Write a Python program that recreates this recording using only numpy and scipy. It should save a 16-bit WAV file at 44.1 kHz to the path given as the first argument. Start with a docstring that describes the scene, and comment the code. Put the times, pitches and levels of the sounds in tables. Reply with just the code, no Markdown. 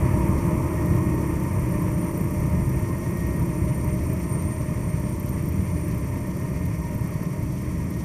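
"""An open field: a self-propelled beet harvester crawls away, its six-cylinder diesel at working speed.
The exhaust throbs under the crop, whose impacts rumble through the machine and thump into the hopper.
Fan, pumps and gears sing at multiples of the firing rate, over the clatter of the block.
The turbocharger hisses and whistles as the load changes, grit rasps on the sieves,
and a dry pulley chirps by stick-slip friction once a turn."""
import sys
import numpy as np
from scipy import signal
from scipy.fft import rfft, irfft
from scipy.io import wavfile

SR = 44100
rng = np.random.default_rng(int(sys.argv[2]) if len(sys.argv) > 2 else 0)


def to_wav(s):
    """Save 16-bit WAV."""
    ch = np.atleast_2d(s).T  # columns
    pcm = np.round(np.clip(ch, -1, 1) * 32767)  # PCM
    wavfile.write(sys.argv[1], SR, pcm.astype(np.int16))


N = 354960
TIME = np.arange(N) / SR

# engine speed, sagging under load: (time [s], firing rate [Hz])
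FIRING_RATE = [(0, 61.5), (0.19, 62.2), (0.36, 61), (0.57, 62.7), (0.75, 62.1), (1.15, 61.95), (1.7, 61.05),
               (2.05, 60.8), (2.86, 61.45), (3.05, 62.15), (3.33, 62.25), (3.97, 61.25), (4.3, 61.6),
               (4.97, 61.5), (5.18, 59.55), (5.56, 60.75), (5.92, 60.6), (6.57, 61.55), (7.46, 61.35),
               (7.76, 62.1)]
# response of the steel sieves: (frequency [Hz], gain [dB])
SIEVE_RESPONSE = [(2900, 5.5), (3500, 1.5), (4100, -0.5), (4600, 5.5), (5000, -3), (5800, 12.5),
                  (7500, -4.5), (11000, -5)]
# stones scraping along the sieves: (time [s], length [s], level [dB])
STONE_SCRAPES = [(0.23, 0.02, -59), (0.385, 0.02, -58), (3.04, 0.022, -59), (3.2, 0.02, -57),
                 (3.547, 0.02, -62), (3.69, 0.023, -58.5), (3.988, 0.024, -57), (5.285, 0.025, -58),
                 (5.91, 0.019, -56), (7.582, 0.014, -55), (7.943, 0.018, -56), (8.007, 0.02, -58)]
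# whine of the gear teeth: (time [s], level [dB])
MESH_LEVEL = [(0.5, -58), (0.8, -49), (1.1, -50.5), (1.35, -55), (1.8, -54), (2.2, -60), (2.8, -53),
              (3.08, -51), (3.24, -45.5), (3.38, -53), (3.9, -57.5), (4.7, -56), (5.3, -64.5), (6.3, -54.5),
              (7.05, -54.5), (7.5, -63), (8.05, -55)]
# tone of the conveyor drive: (time [s], level [dB])
CONVEYOR_TONE_LEVEL = [(0, -62), (3.3, -61), (4.2, -61), (7, -64), (8.05, -64)]
# spectrum of the brushing belt joint: (frequency [Hz], gain [dB])
BELT_SPECTRUM = [(3200, -11), (5000, 4.5), (7000, 1), (10500, 6.5), (14000, -10)]
# ring of the pulley: (frequency [Hz], gain [dB])
PULLEY_RESPONSE = [(9500, -30), (10800, -6), (11700, -14), (12550, 1), (12850, -5), (13500, -4),
                   (14100, -9), (15000, -22)]
# bouts of harder or softer chirping: (time [s], length [s], change [dB])
CHIRP_BOUTS = [(0.3, 1.2, -4), (1.75, 0.2, 2), (2.2, 0.099, 7), (2.39, 0.19, 4.5), (3.35, 0.22, 6),
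               (4.05, 0.75, 1), (4.13, 0.05, 2), (4.29, 0.05, 4), (5.24, 0.12, 8), (5.49, 0.07, 10.5),
               (5.93, 0.16, 6), (7, 0.2, 5), (7.9, 0.15, 4)]
# air rushing through the intake duct: (frequency [Hz], gain [dB])
DUCT_RESPONSE = [(3150, -92), (3700, -100), (4150, -102), (4600, -89), (4980, -101), (5300, -89.5),
                 (5800, -84.5), (6600, -93.5), (7500, -87.5), (8050, -95.5), (8900, -78), (9600, -94),
                 (10650, -85.5), (11600, -90.5), (13300, -88.5), (14600, -96), (15400, -97.5)]
# turbocharger whistle, following the load: (time [s], frequency [Hz])
WHISTLE_PITCH = [(0, 9490), (0.6, 9490), (1.6, 9200), (2.05, 9130), (3.3, 9140), (3.8, 9000), (4.55, 8912),
                 (5.2, 8896), (5.5, 9030), (5.85, 9125), (6.4, 9352), (7.3, 9560), (8.05, 9480)]
# spurts and breaks of the whistle: (time [s], length [s], change [dB])
WHISTLE_SPURTS = [(1.6, 0.43, 4), (2.07, 0.26, 8), (3.83, 0.28, 10), (4.08, 0.062, 9), (4.19, 0.073, -4),
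                  (4.37, 0.27, 9), (4.56, 0.081, 8.5), (4.69, 0.09, 1), (4.79, 0.05, 2), (4.9, 0.057, 9.5),
                  (5.07, 0.097, 7), (5.36, 0.074, 4), (5.75, 0.27, 4)]
# engine hum: (time [s], level [dB])
ENGINE_HUM_LEVEL = [(0, -38), (0.25, -31), (0.44, -37), (0.6, -35), (1.22, -32), (1.5, -38), (2.05, -36),
                    (2.4, -41), (3, -50), (3.5, -38), (5.6, -51), (5.87, -37), (6.2, -53), (7.1, -42.5),
                    (7.5, -53), (7.68, -38), (7.82, -50)]
# tone of the fan blades: (time [s], level [dB])
BLADE_LEVEL = [(0, -35.5), (0.23, -32), (0.4, -36), (0.55, -32.5), (1.17, -33.5), (1.48, -39),
               (1.75, -36.5), (2.9, -39), (3.2, -38), (3.8, -42), (5.75, -44.5), (8.05, -55.5)]
# tone of the first pump: (time [s], level [dB])
PISTON_LEVEL = [(0, -41.5), (0.22, -37), (0.37, -56.5), (0.52, -39.5), (1, -45), (1.27, -56), (1.52, -49),
                (1.76, -42), (2.45, -42.5), (3.2, -54), (3.65, -44.5), (4.25, -48), (4.58, -46),
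                (5.03, -47.5), (5.3, -58), (5.85, -43), (6.25, -50), (6.9, -50), (7.45, -52), (8.05, -55)]
# its further tones, at and between its overtones: (multiple of firing rate [1], starting level [dB], loss per
# doubling of distance [dB])
PISTON_OVERTONES = [(14.87, -46, 9), (19.85, -53, 7.5), (39.7, -60, 5)]
# the second pump taking load: (time [s], length [s], rise [dB])
SECOND_PUMP_SWELLS = [(3.03, 0.22, 10), (4.12, 0.13, 14), (4.6, 0.12, 8), (5.98, 0.18, 6)]
# engine block and covers: (frequency [Hz], gain [dB])
BLOCK_RESPONSE = [(780, -77), (860, -71), (940, -65), (1120, -68.5), (1280, -75.5), (1540, -82.5),
                  (1700, -78), (1900, -75), (2020, -75.5), (2180, -74.5), (2480, -79), (2850, -87.5),
                  (3600, -100)]
# flares of the block's clatter: (time [s], length [s], change [dB])
CLATTER_FLARES = [(0.65, 0.66, 2.5), (2.55, 0.15, 1), (4.37, 0.074, 5), (7.08, 0.068, 5.5)]
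# other gears and pumps: (multiple of firing rate [1], level against the rattle's gain [dB])
DRIVE_WHINES = [(6.06, -15), (15.35, -9.5), (17.05, -11.5), (36.4, -22)]
# clods and beets hitting the hopper: (time [s], peak level [dB], frequency [Hz])
HOPPER_IMPACTS = [(0.474, -18, 148), (0.903, -18, 125), (0.947, -20, 138), (3.618, -19, 100),
                  (5.566, -21, 130), (6.955, -14.5, 120), (7.012, -19, 125), (7.043, -15, 130),
                  (7.152, -17.5, 141), (7.210, -22, 135), (7.309, -18, 115), (7.386, -24, 140),
                  (7.423, -15, 99)]
# exhaust, hopper and chassis: (frequency [Hz], gain [dB])
BODY_RESPONSE = [(12, -72), (22, -84), (32, -52), (52, -52.5), (64, -43.5), (125, -44.5), (185, -44),
                 (220, -55), (290, -56), (380, -61.5), (490, -67.5), (590, -65), (700, -74.5), (780, -85.5)]
# exhaust and lifting gear: (multiple of firing rate [1], level against the rumble [dB])
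THROB_PARTIALS = [(0.501, -28), (0.997, -15.5), (1.371, -12.5), (2.08, -8.5), (2.968, -19)]
# their throb easing and strengthening: (time [s], length [s], change [dB])
THROB_CHANGES = [(4.2, 2.4, -2), (5.7, 0.56, 4), (7.5, 1.3, -0.5)]
# the bass following the flow of crop: (time [s], length [s], change [dB])
CROP_SURGES = [(0.25, 0.54, 1.6), (0.72, 0.23, -1.5), (0.92, 0.077, 4), (1.9, 0.17, 1.5),
               (2.13, 0.098, -0.5), (2.58, 0.32, 2.5), (3.52, 0.52, 1.3), (5.6, 0.18, 2), (6.3, 0.32, -1),
               (7.1, 0.4, -2), (7.48, 0.092, 3.5)]
# the drone following the flow of crop: (time [s], length [s], change [dB])
DRONE_SURGES = [(4.0, 1.1, 0.5), (6.9, 2.5, 0.3)]

START_M, CRAWL_M_S = 4.9, 1.43  # the machine moves straight away from the listener


def undb(db):
    """Amplitude ratio of a level in decibels."""
    return 10 ** (np.asarray(db) / 20)


def unit(x):
    """Normalisation to rms 1."""
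    return x / np.sqrt(np.mean(x ** 2))


def noise():
    """White noise: equal mean power at all frequencies."""
    return rng.standard_normal(N)


def walk(rate_hz):
    """Random fluctuation of rms 1: noise low-passed at rate_hz."""
    hz = np.arange(N // 2 + 1) * SR / N
    return unit(irfft(rfft(noise()) / (1 + (hz / rate_hz) ** 4), N))


def curve(table):
    """Linear interpolation of (time, value) rows."""
    return np.interp(TIME, *np.transpose(table))


def bell(s, length):
    """Gaussian pulse of height 1 at time s, this long at half height."""
    return 0.5 ** ((2 * (TIME - s) / length) ** 2)


def swells(table):
    """Level change in dB: a superposition of Gaussian pulses."""
    return sum(db * bell(s, length) for s, length, db in table)


def per_cycle(turns, spread_db):
    """Cycle-to-cycle variation: a random gain held for each cycle."""
    cycle_db = spread_db * np.clip(rng.standard_normal(size=4096), -2, 2)
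    return undb(cycle_db)[turns.astype(int) % 4096]


def colour(x, response):
    """Filtering by a frequency response that falls 90 dB an octave beyond its ends; rms 1."""
    hz, db = np.transpose(response)
    octave = np.log2(np.maximum(np.arange(N // 2 + 1) * SR / N, 1))
    knots = np.log2(hz)
    outside = np.maximum(knots[0] - octave, 0) + np.maximum(octave - knots[-1], 0)
    gain = undb(np.interp(octave, knots, db) - 90 * outside)
    return unit(irfft(rfft(x) * gain, N))


def split(x, hz):
    """Complementary filtering: x low-passed at hz, and the remainder."""
    low = signal.sosfiltfilt(signal.butter(4, hz, fs=SR, output="sos"), x)
    return low, x - low


def tone(turns, flutter_db, flutter_hz, smear_rad):
    """Scintillation: moving air modulates the level and phase of a sinusoid; rms 1."""
    gain = undb(flutter_db * walk(flutter_hz))
    return unit(gain * np.sin(2 * np.pi * turns + smear_rad * walk(flutter_hz)))


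def receding(start_db, loss_db):
    """Spreading loss: the level in dB falls by loss_db for each doubling of distance."""
    distance_m = START_M + CRAWL_M_S * TIME
    return start_db - loss_db * np.log2(distance_m / START_M)


def ground_echo(x, centre_hz=510, width_hz=62, final_loss=0.32):
    """Destructive interference: the echo off the soil hollows one band as the distance grows."""
    band = signal.filtfilt(*signal.iirpeak(centre_hz, centre_hz / width_hz, fs=SR), x)
    return x - final_loss * TIME / TIME[-1] * band


def sieves():
    """Sliding friction: fine grit and an occasional stone excite the resonances of the steel sieves."""
    grit = undb(-61.5 + 3.3 * np.clip(walk(45), -2, 2))
    stones = sum(undb(db) * bell(s, length) for s, length, db in STONE_SCRAPES)
    return (grit + stones) * colour(noise(), SIEVE_RESPONSE)


def conveyor(hz=2089):
    """Periodic vibration: the conveyor drive sings at a steady pitch."""
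    return undb(curve(CONVEYOR_TONE_LEVEL)) * tone(hz * TIME, flutter_db=2.5, flutter_hz=6, smear_rad=0.81)


def gears(firings):
    """Tooth meshing: two gears whine, swelling when the drive strains."""
    lower = tone(30 * firings, flutter_db=3, flutter_hz=25, smear_rad=0.71)
    higher = tone(34.7 * firings, flutter_db=2.5, flutter_hz=17, smear_rad=0.35)
    return undb(curve(MESH_LEVEL)) * (lower + undb(-7) * higher)


def belt(turns, rise_db_per_s=0.5):
    """Friction noise: the belt's joint brushes past on every third turn of the pulley."""
    joint = np.cos(np.pi * turns / 3) ** 6
    level_db = -60 + rise_db_per_s * TIME  # the brushing grows gradually louder
    return undb(level_db) * joint * colour(noise(), BELT_SPECTRUM)


def pulley(turns):
    """Stick-slip friction: a burst of scrape and squeal on each turn, every third one stronger."""
    phase = turns % 1
    burst = (1 - np.exp(-(phase / 0.053) ** 2)) * np.exp(-phase / 0.18)
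    accent = undb(3.8 * (turns.astype(int) % 3 == 0))
    # each squeal catches at a slightly different pitch
    squeal_hz = 13290 * per_cycle(turns, spread_db=0.12) + 150 * walk(250)
    squeal = np.sin(2 * np.pi * np.cumsum(squeal_hz) / SR)
    scrape = 0.6 * colour(noise(), PULLEY_RESPONSE)
    chirps = (scrape + squeal) * burst * accent * per_cycle(turns, spread_db=2.5)
    return unit(chirps) * undb(receding(-54.5, loss_db=2.5) + swells(CHIRP_BOUTS))


def intake_hiss(whoosh_fade_db_per_s=0.5, absorbed_db_per_s=0.75):
    """Turbulence hisses in the duct; air absorption takes the highest band fastest as it recedes."""
    lower, top = split(colour(noise(), DUCT_RESPONSE), hz=9600)
    low, whoosh = split(lower, hz=6000)
    from_middle_s = TIME - TIME.mean()
    whoosh *= undb(-whoosh_fade_db_per_s * from_middle_s)
    top *= undb(-absorbed_db_per_s * from_middle_s)
    return (low + whoosh + top) * undb(receding(-50, loss_db=0.2) + 0.5 * walk(31))


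def turbo_whistle(duct_hz=8974, width_hz=560):
    """Resonance: the blade tone glides with the load and swells near the duct's natural frequency."""
    hz = curve(WHISTLE_PITCH)
    resonance = 1 / (1 + (2 * (hz - duct_hz) / width_hz) ** 2)
    whistle = tone(np.cumsum(hz) / SR, flutter_db=3, flutter_hz=24, smear_rad=0.65)
    return undb(-55.5 + swells(WHISTLE_SPURTS)) * resonance * whistle


def pumps(firings):
    """Pressure pulsation: pistons sound a tone; a second, slightly faster pump beats against it."""
    first = tone(9.94 * firings, flutter_db=2.5, flutter_hz=9.5, smear_rad=0.64)
    first *= undb(curve(PISTON_LEVEL))
    for multiple, db, loss_db in PISTON_OVERTONES:
        overtone = tone(multiple * firings, flutter_db=2, flutter_hz=2.5, smear_rad=0.7)
        first += undb(receding(db, loss_db)) * overtone
    second = tone(10.23 * firings, flutter_db=1.5, flutter_hz=9, smear_rad=0.7)
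    return first + undb(-57.5 + swells(SECOND_PUMP_SWELLS)) * second


def engine_hum(firings):
    """Forced vibration: the engine hums at a pitch tied to the crankshaft."""
    hum = tone(4.97 * firings, flutter_db=1, flutter_hz=4.3, smear_rad=0.38)
    return undb(curve(ENGINE_HUM_LEVEL)) * hum


def fan(firings):
    """Blade passage: the fan, driven by the crankshaft, pushes the air periodically."""
    blades = tone(5.53 * firings, flutter_db=1.3, flutter_hz=1.8, smear_rad=0.47)
    return undb(curve(BLADE_LEVEL)) * blades


def clatter(firings):
    """Impulsive excitation: each combustion rattles the block, over scraping chains and whining drives."""
    knock = np.exp(-(firings % 1) / 0.23) * per_cycle(firings, spread_db=9.5)
    block = colour(noise() * (1 + 0.1 * knock), BLOCK_RESPONSE)
    low, rattle = split(block, hz=1350)
    low_db = receding(-37.5, loss_db=6) + swells(CLATTER_FLARES)
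    close_db = 2.5 * np.exp(-(TIME / 0.4) ** 2)  # while the engine bay is still close
    rattle_db = receding(-41, loss_db=2.5) + close_db
    out = low * undb(low_db) + rattle * undb(rattle_db + 1.02 * walk(11))
    for multiple, db in DRIVE_WHINES:
        whine = tone(multiple * firings, flutter_db=5.5, flutter_hz=9.2, smear_rad=0.64)
        out += undb(rattle_db + db) * whine
    return out


def hopper_thumps(rise_s=0.0058):
    """Damped oscillation: the hopper wall swings for a few cycles after each heavy lump."""
    out = np.zeros(N)
    for s, db, hz in HOPPER_IMPACTS:
        age = np.maximum(TIME - s, 0)
        envelope = (age / rise_s) ** 2 * np.exp(2 * (1 - age / rise_s))
        out += undb(db) * envelope * np.sin(2 * np.pi * (hz * age + rng.random()))
    return out


def rumble(firings, thuds_per_s=600):
    """Structure-borne sound: crop thuds through the machine while exhaust and lifting gear throb."""
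    thuds = np.sign(noise()) * (rng.random(N) < thuds_per_s / SR)
    low, drone = split(colour(unit(thuds) + 0.8 * noise(), BODY_RESPONSE), hz=248)
    throb = sum(undb(db) * tone(multiple * firings, flutter_db=2.5, flutter_hz=1.85, smear_rad=1.21)
                for multiple, db in THROB_PARTIALS)
    boom, panels = split(low + throb * undb(swells(THROB_CHANGES)), hz=147)
    panels *= 1 + 0.15 * np.sin(np.pi * firings)  # the crankshaft shakes the panels
    bass = boom * undb(receding(-23, loss_db=3)) + panels * undb(receding(-23.5, loss_db=1.5))
    drone_db = receding(-32, loss_db=4) + swells(DRONE_SURGES)
    return bass * undb(swells(CROP_SURGES)) + unit(drone) * undb(drone_db)


def scene():
    """Superposition: all parts of the machine add in the open air, in one channel."""
    firings = np.cumsum(curve(FIRING_RATE)) / SR  # running count of combustions
    mix = ground_echo(rumble(firings)) + clatter(firings)
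    mix += turbo_whistle() + intake_hiss() + hopper_thumps()
    mix += engine_hum(firings) + fan(firings) + pumps(firings) + gears(firings) + conveyor()
    pulley_turns = 1.013 * firings / 2 + 0.035 * walk(15) + 0.14
    mix += pulley(pulley_turns) + belt(pulley_turns) + sieves()
    return mix[None]


def record(dry):
    """Band limiting: a steep low-pass filter removes the highest treble."""
    top_hz = 15330
    return signal.sosfilt(signal.ellip(10, 0.2, 80, top_hz, fs=SR, output="sos"), dry)


dry = scene()
out = record(dry)
to_wav(out)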